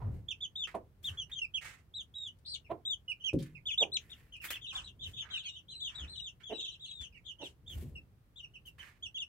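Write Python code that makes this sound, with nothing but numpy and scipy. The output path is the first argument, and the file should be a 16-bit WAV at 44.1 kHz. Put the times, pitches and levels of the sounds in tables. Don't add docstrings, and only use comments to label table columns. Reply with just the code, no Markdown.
import sys
import numpy as np
from scipy import signal
from scipy.fft import rfft, irfft, next_fast_len
from scipy.io import wavfile
from scipy.ndimage import map_coordinates

SR = 44100
rng = np.random.default_rng(int(sys.argv[2]) if len(sys.argv) > 2 else 0)


def wrap_up_sound(samples):
    columns = np.atleast_2d(samples).T
    tamed = np.clip(columns, -1, 1)
    steps = np.round(tamed * 32767).astype(np.int16)
    wavfile.write(sys.argv[1], SR, steps)


N = 409248

# t/s at the top of the pitch arch, fall time/s, top f/Hz, end f/Hz, hold before the drop (0-1),
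# level/dB, pan L-R/dB, lead at the left microphone/ms
PEEPS = [(0.3, 0.031, 3680.0, 2400, 0, -39, -7, -0.031),
         (0.422, 0.039, 3640, 2754, 0.37, -39.5, -2.5, 0.049),
         (0.573, 0.081, 3770, 2690, 0.6, -38.5, 2, 0.065),
         (1.057, 0.04, 3730, 2690, 0.23, -38.0, 2, -0.031),
         (1.185, 0.05, 3416, 2780, 0.2, -40.5, -1, -0.035),
         (1.331, 0.012, 3720, 3320, 0.06, -42.5, 1.0, -0.052),
         (1.363, 0.035, 3210, 2850.0, 1, -41.5, 4.5, -0.03),
         (1.421, 0.036, 2765, 2433, 0.48, -36.5, -5, -0.12),
         (1.551, 0.037, 3347, 2506, 0.3, -35.5, -6, -0.073),
         (1.958, 0.06, 3966, 2884, 0.52, -43, 0.5, -0.02),
         (2.159, 0.13, 3852, 2900, 0.76, -44, -2.5, -0.0027),
         (2.485, 0.07, 4170, 2965, 1.0, -45.5, 3.5, 0.17),
         (2.485, 0.076, 4750, 2830, 0.87, -46, 3.5, 0.081),
         (2.651, 0.022, 2760.0, 2220, 0.0, -62, 2, 0.062),
         (2.871, 0.076, 3884, 2965, 0.38, -36.0, 3.0, 0.1), (3.088, 0.037, 2964, 2390, 0.74, -37, -7, -0.1),
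         (3.208, 0.036, 3075, 2840, 0.0, -54.5, -2, -0.078),
         (3.249, 0.051, 3254, 2380, 0.56, -34.5, -8.5, -0.13),
         (3.554, 0.027, 2685, 2140, 0.07, -52, -11, -0.12),
         (3.671, 0.047, 3590.0, 2315, 0, -37.5, 0, 0.082),
         (3.717, 0.032, 3460, 2570, 0.39, -37.5, 6.5, 0.19),
         (3.794, 0.045, 3757, 2370, 0.61, -27.5, -3.0, 0.072),
         (3.944, 0.031, 4233, 2200.0, 0.74, -34.5, 3.5, 0.096),
         (4.113, 0.026, 3830, 2510, 0.38, -50.5, 5, 0.1),
         (4.332, 0.037, 3100, 2430.0, 0.1, -49.5, 1, -0.086),
         (4.406, 0.033, 2790, 2250, 0.02, -50.5, -5.0, -0.16),
         (4.496, 0.052, 3550, 2650, 0, -47.5, 1, 0.071), (4.547, 0.028, 3370, 2520, 0.04, -45, 1.0, -0.055),
         (4.628, 0.041, 3405, 2630, 0.0, -48.5, 5, -0.2),
         (4.682, 0.043, 3880, 2470, 0.03, -45.5, -1, -0.084),
         (4.763, 0.028, 3605, 2690, 0.18, -40.5, 0.5, -0.11),
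         (4.857, 0.046, 4150, 2660, 0.15, -52.5, 3.5, 0.049),
         (5.035, 0.043, 3820, 2673, 0.1, -44.0, 2.0, -0.12),
         (5.149, 0.046, 3640, 2610, 0.3, -50.5, 1, 0.076),
         (5.181, 0.052, 3760, 2890, 0.28, -42.5, 2.5, -0.11),
         (5.32, 0.091, 3927, 3040, 0.54, -46.5, 3, 0.12), (5.342, 0.041, 3160, 2460, 0.18, -39, 3.5, -0.11),
         (5.436, 0.044, 2790, 2400, 0.17, -53, -3, 0.034), (5.458, 0.047, 3278, 2760, 0.0, -44.5, 0, 0.091),
         (5.459, 0.042, 4380, 2940, 0.7, -55, 2, 0.0046), (5.506, 0.078, 3780, 2910, 0.7, -55, 4.0, 0.13),
         (5.561, 0.034, 3060, 2875, 0.25, -53, -5, -0.018),
         (5.695, 0.054, 3520, 2613, 0.1, -56.5, -5, -0.032),
         (5.704, 0.19, 4018, 3244, 0.87, -49, 4, -0.082), (5.819, 0.076, 3670, 2670, 0.15, -41.5, 2, 0.098),
         (5.963, 0.088, 3962, 2714, 0, -47.5, 2.5, 0.06), (6.099, 0.1, 4123, 2876, 0.99, -47.5, 7, 0.081),
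         (6.168, 0.12, 3843, 2760, 1.0, -47, 1, 0.072), (6.445, 0.076, 3505, 2547, 0.33, -49.5, 2.5, 0.21),
         (6.523, 0.037, 3020, 2550, 0.27, -52.5, -4, 0.015),
         (6.54, 0.077, 3923, 2580, 0.98, -46, 7.5, 0.051),
         (6.597, 0.064, 3810, 2660, 0.74, -43.5, -3.0, 0.076),
         (6.654, 0.043, 3940, 2750, 0.12, -45, 2, 0.12), (6.725, 0.031, 4060, 2726, 0, -53.5, 1.5, 0.056),
         (6.814, 0.05, 3840, 2750, 0.42, -49, 0, -0.11), (6.87, 0.046, 4204, 2840.0, 0.54, -52, 4, -0.04),
         (6.899, 0.16, 3910.0, 2920, 0.48, -48.5, 6, -0.07),
         (7.148, 0.034, 2947, 2155, 0.26, -57.5, -7, 0.073),
         (7.263, 0.034, 3544, 3130.0, 0.17, -51.5, 19, -0.11),
         (7.284, 0.038, 3340.0, 2785, 0, -47.5, -6, 0.046),
         (7.395, 0.05, 3130, 2620, 0.06, -51.5, -5, -0.1),
         (7.434, 0.045, 3850, 2630, 0.03, -50.0, 1.5, -0.085),
         (7.678, 0.06, 3620, 2835, 0.0, -49.5, -3, -0.036),
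         (7.959, 0.021, 2820, 2526, 0.2, -48.5, 0.0, -0.1),
         (8.375, 0.034, 3765, 2745, 0.02, -51, 4, -0.053),
         (8.435, 0.019, 2940.0, 2330, 0.73, -48.5, -3, 0.019),
         (8.545, 0.025, 2972, 2420, 0.34, -52.5, -4, -0.11),
         (8.662, 0.029, 3130, 2610.0, 0.1, -53.0, -4.0, -0.092),
         (8.801, 0.021, 3120, 2770, 0.2, -50.5, -6.5, 0.11), (9.038, 0.036, 3460, 2616, 0.0, -43, -3, 0.1),
         (9.156, 0.026, 3410, 2680, 0.06, -41, -2.5, -0.13),
         (9.193, 0.046, 3630, 2580, 0.02, -40.5, 1.5, 0.096)]
# t/s, half width/s, f/Hz, level/dB
BUMPS = [(0.073, 0.041, 110.8, -34), (0.136, .035, 80.6, -40.5), (0.2, 0.046, 71, -60.5),
         (1.123, 0.017, 113, -44), (5.086, 0.022, 83, -46.5), (6.039, .035, 67, -42.5),
         (7.02, 0.015, 76, -49), (7.782, .028, 71.5, -39), (7.857, 0.023, 145, -47),
         (7.951, 0.033, 63.8, -50)]
# f/Hz, relative level/dB
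RUMBLE_SPECTRUM = [(20, -51), (40, 1.5), (70, 5.5), (140, 0.5), (220, -11), (400, -16.5), (900, -32.5),
                   (2000, -56)]


def amp(db):
    return 10 ** (np.asarray(db) / 20)


def unit(x):
    return x / np.sqrt(np.mean(x ** 2) + 1e-20)


def clock(seconds):
    return np.arange(int(seconds * SR)) / SR


def along(points, hz):
    f, v = np.transpose(points)
    return np.interp(np.log(hz + 1e-6), np.log(f), v)


def wobble(n, rate):
    return map_coordinates(rng.standard_normal(int(n * rate / SR) + 4), [np.arange(n) * rate / SR])


def noise(n, spectrum, scale=1):
    m = next_fast_len(n + 2048)
    gain = amp(along(spectrum, np.fft.rfftfreq(m, 1 / SR) / scale))
    return unit(irfft(rfft(rng.standard_normal(m)) * gain, m)[:n])


def panned(pan_db):
    return unit(amp([[pan_db / 2], [-pan_db / 2]]))


def add(track, s, sound):
    i = max(round(s * SR), 0)
    track[:, i:i + sound.shape[-1]] += sound[..., :max(N - i, 0)]


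def in_pen(x, room_db, early_db=6, early_s=0.027, coherent_hz=480):
    decay_times = [(100, 0.44), (400, 0.16), (1000, 0.2), (3000, 0.12), (8000, 0.12), (15000, 0.044)]
    hz, t, field = signal.stft(rng.standard_normal((2, SR // 3)), SR, nperseg=256)
    coherence = np.exp(-(hz[:, None] / coherent_hz) ** 2 / 2)
    field = np.sqrt(1 + coherence) * field[0] + np.sqrt(1 - coherence) * np.array([field[1], -field[1]])
    tail = signal.istft(field * amp(-60 * t / along(decay_times, hz)[:, None]), SR, nperseg=256)[1]
    t = np.arange(tail.shape[1]) / SR
    tail *= amp(early_db * np.exp(-t / early_s)) * np.clip(t / 0.0022, 0, 1)
    direct = x * np.ones((2, 1))
    heard = signal.fftconvolve(direct, tail, axes=1)
    size = lambda y: np.linalg.norm(y, axis=1, keepdims=True)
    heard *= amp(room_db) * size(direct) / size(heard)
    heard[:, :direct.shape[1]] += direct
    return heard * size(direct) / size(heard)


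def background(rumble_db=-63.5, drift_db=0.8, waver_db=1.3, grip_db=-14.5, grip_s=0.14, air_db=-78):
    air_spectrum = [(100, -10), (500, 0.5), (1200, -1), (3000, -8), (7000, -16), (15000, -13)]
    t = np.arange(N) / SR
    grip = sum(amp(db + grip_db) * np.exp(-((t - s) / grip_s) ** 2) for s, _, _, db in BUMPS)
    outdoors = amp(rumble_db + drift_db * wobble(N, rate=1.3))
    level = np.hypot(outdoors, grip) * amp(waver_db * wobble(N, rate=6.4))
    mid, side = noise(N, RUMBLE_SPECTRUM), amp(-12) * noise(N, RUMBLE_SPECTRUM)
    hiss = amp(air_db) * np.array([noise(N, air_spectrum), noise(N, air_spectrum)])
    return level * np.array([mid + side, mid - side]) + hiss


def camera_bumps(rub_db=-15):
    out = np.zeros((2, N))
    for s, width, hz, db in BUMPS:
        lead_in = min(s, 2.5 * width)
        t = clock(lead_in + 3 * width) - lead_in
        phase = 2 * np.pi * np.cumsum(hz * (1 + 0.15 * wobble(len(t), rate=92.3))) / SR
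        rub = amp(rub_db) * np.array([noise(len(t), RUMBLE_SPECTRUM, scale) for scale in (1.8, 3.04)])
        add(out, s - lead_in, amp(db) * np.exp(-(t / width) ** 2) * (np.sqrt(2) * np.sin(phase) + rub))
    return out


def board_knocks(attack_s=0.00091, gain_db=-3):
    blows = [(3.331, -30.5), (3.34, -23.5), (3.402, -36), (7.823, -43)]
    modes = [(147, 3.5, 0.24), (190, -8, 0.17), (246.7, -4, 0.17), (311, 0, .12), (361.4, -7, 0.17),
             (402, -2.5, 0.05), (539, -9.5, 0.083)]
    out, t = np.zeros((2, N)), clock(0.4)
    for s, db in blows:
        ring = sum(amp(level - 60 * t / t60) * np.sin(2 * np.pi * hz * t + rng.uniform(0, 2 * np.pi))
                   for hz, level, t60 in modes)
        add(out, s, amp(db + gain_db) * in_pen(ring * (1 - np.exp(-t / attack_s)), room_db=2))
    return out


def ticks(t60=0.032, gain_db=-2):
    contacts = [(0.7147, -67, 8), (0.7512, -54.5, 2.5), (2.025, -60, 3), (2.2768, -60, 4),
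                (2.387, -66.5, 18), (3.3333, -50.5, 10), (3.4027, -61.5, 4.5), (3.4258, -46, 12),
                (4.1076, -58.5, 10.5), (4.364, -58, 14.5), (7.012, -67, 5.5)]
    # f/Hz, relative level/dB
    spectrum = [(800, -15), (3000, -4.5), (7000, -6.5), (10000, -0.5), (12500, -18.5), (15500, -12)]
    out, t = np.zeros((2, N)), clock(0.028)
    for s, db, pan_db in contacts:
        tap = noise(len(t), spectrum) * amp(-60 * t / t60)
        add(out, s, amp(db + gain_db) * panned(pan_db) * in_pen(tap, room_db=2))
    return out


def scuffs(grain_db=3, patch_db=2):
    # t/s, length/s, rasp f/Hz, rasp level/dB, hiss level/dB, distance (0-1)
    strokes = [(0, 0.051, 830, -55.5, -88, 0.4), (0.113, 0.052, 1880, -75.5, -76.5, 0.3),
               (0.67, 0.02, 1840, -49.5, -64, .5), (1.026, 0.056, 2800, -76, -57, .25),
               (1.073, 0.063, 1340, -60, -71, 0.9), (1.295, 0.019, 1750, -63, -74, 0.1),
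               (1.608, 0.074, 1800, -48.5, -54.5, .65), (3.385, 0.023, 3540, -55.5, -61.5, .2),
               (3.413, 0.054, 1880, -64, -70, .25), (3.978, 0.22, 1874, -69, -73.5, 0.2),
               (4.414, 0.038, 1940, -59.5, -55, .15), (4.438, 0.018, 1900, -46, -45, .05),
               (4.503, 0.0082, 2150, -40.5, -40, 0.04), (4.553, 0.005, 2060, -49, -61.5, .15),
               (4.724, 0.053, 1170, -52, -53.5, 1), (5.052, 0.043, 1800, -68, -62.5, 0.4),
               (5.22, 0.11, 1540, -57.5, -86, 0.7), (5.885, 0.15, 1446, -61.5, -70.5, 1),
               (6.399, 0.015, 2040, -59, -79.5, 0.6), (7.007, 0.011, 2110, -64, -58, 0.9),
               (7.435, 0.027, 1890, -78, -58, 0.6), (7.688, 0.12, 2090, -68.5, -61.5, .15),
               (8.655, 0.018, 2500, -74, -60.5, .05), (8.779, 0.087, 1806, -55.5, -66.5, 0.4)]
    rasp_spectrum = [(0.151, -12), (.45, -9.5), (0.752, 0.5), (1.001, 5.5), (1.45, 1), (1.899, -10),
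                     (2.6, -14.5), (9, -41.5)]
    grit_spectrum = [(300, -29), (1500, -8), (3000, 1), (4700, -4), (6000, -4.5), (7500, -1), (10500, -3),
                     (13000, 1), (15500, -3.5)]
    out = np.zeros((2, N))
    for s, length, rasp_hz, rasp_db, hiss_db, distance in strokes:
        fizz_db = np.interp(distance, [0, 1], [5.5, -20.5])
        room_db = np.interp(distance, [0, 1], [-3, 6])
        pan_db = np.interp(distance, [0, 1], [-3, -12.5])
        t = clock(2 * length + 0.078)
        attack_s, release_s = 0.0018 + 0.087 * length, 0.014 + 0.36 * length
        stroke = np.clip(t / attack_s, 0, 1) * np.exp(-np.clip(t - length, 0, None) / release_s)
        grains = unit(amp(grain_db * wobble(len(t), rate=600) + patch_db * wobble(len(t), rate=70)))
        rasp = amp(rasp_db) * noise(len(t), rasp_spectrum, rasp_hz)
        grit = [(hz, db + fizz_db * np.clip((hz - 8000) / 4000, 0, 1)) for hz, db in grit_spectrum]
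        hiss = amp(hiss_db) * np.array([noise(len(t), grit), noise(len(t), grit)])
        add(out, s, panned(pan_db) * in_pen(stroke * grains * rasp, room_db))
        add(out, s, panned(pan_db=3) * in_pen(stroke * grains * hiss, room_db))
    return out


def resonance(hz, centre_hz, width_hz):
    return 1j * hz * width_hz / (centre_hz ** 2 - hz ** 2 + 1j * hz * width_hz)


def hen(jitter=0.07, sag=0.13, hoarseness=0.53, beak_db=-24, chest_db=-10, low_cut_hz=240):
    # loudest t/s, rise/s, fall/s, pitch f/Hz, throat f/Hz, relative level/dB, pan L-R/dB
    clucks = [(0.748, 0.007, 0.015, 337.7, 700, -36, -5), (2.717, 0.025, 0.0074, 314, 646, -35.5, -4.5),
              (3.83, 0.032, 0.0032, 230.8, 594, -35.5, -6), (6.527, .036, .01, 212.7, 490, -38.5, -4),
              (7.431, 0.04, 0.013, 300.6, 600, -47, -7)]
    hoarse_spectrum = [(0.2, -11), (0.5, 2), (1, 15.5), (1.6, -22), (2.2, -12), (3.2, -24), (6, -38.5)]
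    # f/Hz, relative level/dB
    chest_spectrum = [(100, -18.5), (200, -8.5), (400, 4.5), (600, -10.5), (1100, -21.5), (3000, -55)]
    out, harmonic = np.zeros((2, N)), np.arange(1, 13)[:, None]
    for s, rise, fall, pitch_hz, throat_hz, db, pan_db in clucks:
        t = clock(rise + 3 * fall + 0.21) - rise
        pitch = pitch_hz * (1 + jitter * wobble(len(t), rate=200) - sag * np.clip(t / fall, 0, 2))
        phase = 2 * np.pi * np.cumsum(pitch) / SR
        hz = harmonic * pitch_hz
        throat = resonance(hz, throat_hz, width_hz=850) ** 2 / (1 + (hz / (1.67 * throat_hz)) ** 8)
        beak = amp(beak_db) * resonance(hz, centre_hz=2000, width_hz=900)
        radiated = (throat + beak) / (1 + (low_cut_hz / hz) ** 6)
        voice = unit(np.real(radiated * np.exp(1j * harmonic * phase)).sum(0))
        hoarse = hoarseness * noise(len(t), hoarse_spectrum, throat_hz) * (1 + np.cos(phase))
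        onset = amp(15 * t / rise) * np.clip((t + rise) / (0.5 * rise), 0, 1)
        swell = np.where(t < 0, onset, np.exp(-np.abs(t) / fall))
        chest = noise(len(t), chest_spectrum)
        chest *= amp(chest_db) * np.clip(t / 0.0021, 0, 1) * np.exp(-np.abs(t) / 0.036)
        cluck = swell * (voice + hoarse) + chest
        add(out, s - rise, amp(db + 1.5) * panned(pan_db) * in_pen(cluck, room_db=-4))
    return out


def answers(start_s=4.6, end_s=7.5, slide_s=0.05, scatter_s=0.018, detuning=0.06, gain_db=-8):
    rows = []
    for s, fall, top_hz, end_hz, _, db, pan_db, lead_ms in PEEPS:
        lag, detune, side = rng.standard_normal(3)
        if start_s < s < end_s:
            when = s + fall - slide_s + scatter_s * np.clip(lag, -2, 1)
            tune = 1 + detuning * np.clip(detune, -2, 1)
            rows.append((when, slide_s, top_hz * tune, end_hz * tune, 0,
                         db + gain_db, pan_db + side, lead_ms))
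    return rows


def squeal(s, n):
    strains = [(2.4, 2.6, 610, .25)]
    unsteady = 1 + 0.012 * wobble(n, rate=200)
    return sum(depth * np.sin(2 * np.pi * np.cumsum(hz * unsteady) / SR)
               for start, end, hz, depth in strains if start < s < end)


def peep_envelope(t, rise, fall, hold, pitch, throat_hz=3150, width_hz=750, attack_s=0.004, stop_s=0.005):
    up, down = np.clip(-t / rise, 0, 1), np.clip(t / fall, 0, 1)
    throat_db = 6 * np.exp(-((pitch - throat_hz) / width_hz) ** 2 / 2)
    effort_db = -11 * up ** 2 - down + 7.5 * hold * down ** 2
    release_db = -14 * np.clip((t / fall - 0.86) / 0.25, 0, 1)
    flutter_db = 2.6 * wobble(len(t), rate=149)
    attack = np.clip((t + rise) / attack_s, 0, 1)
    stop = np.sin(np.pi / 2 * np.clip((t[-1] - t) / stop_s, 0, 1)) ** 2
    return unit(attack * stop * amp(effort_db + release_db + throat_db + flutter_db))


def chicks(usual_hz=3550, rest_hz=2690, flick=0.61, near_db=-36.5, strain_db=4):
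    beak_gain = [(4600, -9), (5400, -1.5), (6500, 6.5), (7400, -1), (8400, 9), (10000, -0.5), (11500, -12),
                 (15000, -10)]
    out = np.zeros((2, N))
    for s, fall, top_hz, end_hz, hold, db, pan_db, lead_ms in [*PEEPS, *answers()]:
        rise = 0.016 * (top_hz / usual_hz) ** 2.8
        far_db = near_db - db
        t = clock(rise + 1.099 * fall) - rise
        up, down = np.clip(-t / rise, 0, 1), np.clip(t / fall, 0, 1)
        drop = (1 - hold) * down + hold * down ** 5
        pitch = top_hz - flick * (top_hz - rest_hz) * up ** 2 - (top_hz - end_hz) * drop
        roughness = (0.006 + 0.001 * max(far_db, 0)) * (1 - 0.65 * hold) + 0.016 * down ** 4
        jitter = roughness * wobble(len(t), rate=350)
        lead_cycles = pitch * lead_ms / 1000 * np.array([[0.5], [-0.5]])
        phase = 2 * np.pi * (np.cumsum(pitch * (1 + jitter)) / SR + lead_cycles) + squeal(s, len(t))
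        envelope = amp(db) * peep_envelope(t, rise, fall, hold, pitch)
        bright_db = -25.5 + 0.0746 * far_db + strain_db * (down - up)
        overtones = 0
        for k, harmonic_db in [(2, 0), (3, -15), (4, -24)]:
            beam_db = along(beak_gain, k * pitch) + 4.4 * wobble(len(t), rate=128)
            overtones += amp(bright_db + harmonic_db + beam_db) * np.sin(k * phase)
        walls_db = -6 + 0.55 * far_db
        whistle = panned(pan_db) * in_pen(envelope * np.sin(phase), walls_db)
        sheen = panned(pan_db=2) * in_pen(envelope * overtones, walls_db + 2)
        add(out, s - rise, np.sqrt(2) * (whistle + sheen))
    return out


def scene():
    return background() + camera_bumps() + board_knocks() + ticks() + scuffs() + hen() + chicks()


def record(dry, top_hz=15820):
    m = next_fast_len(N + 8192)
    passband = np.fft.rfftfreq(m, 1 / SR) < top_hz
    return irfft(rfft(dry, m) * passband, m)[:, :N]


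dry = scene()
out = record(dry)
wrap_up_sound(out)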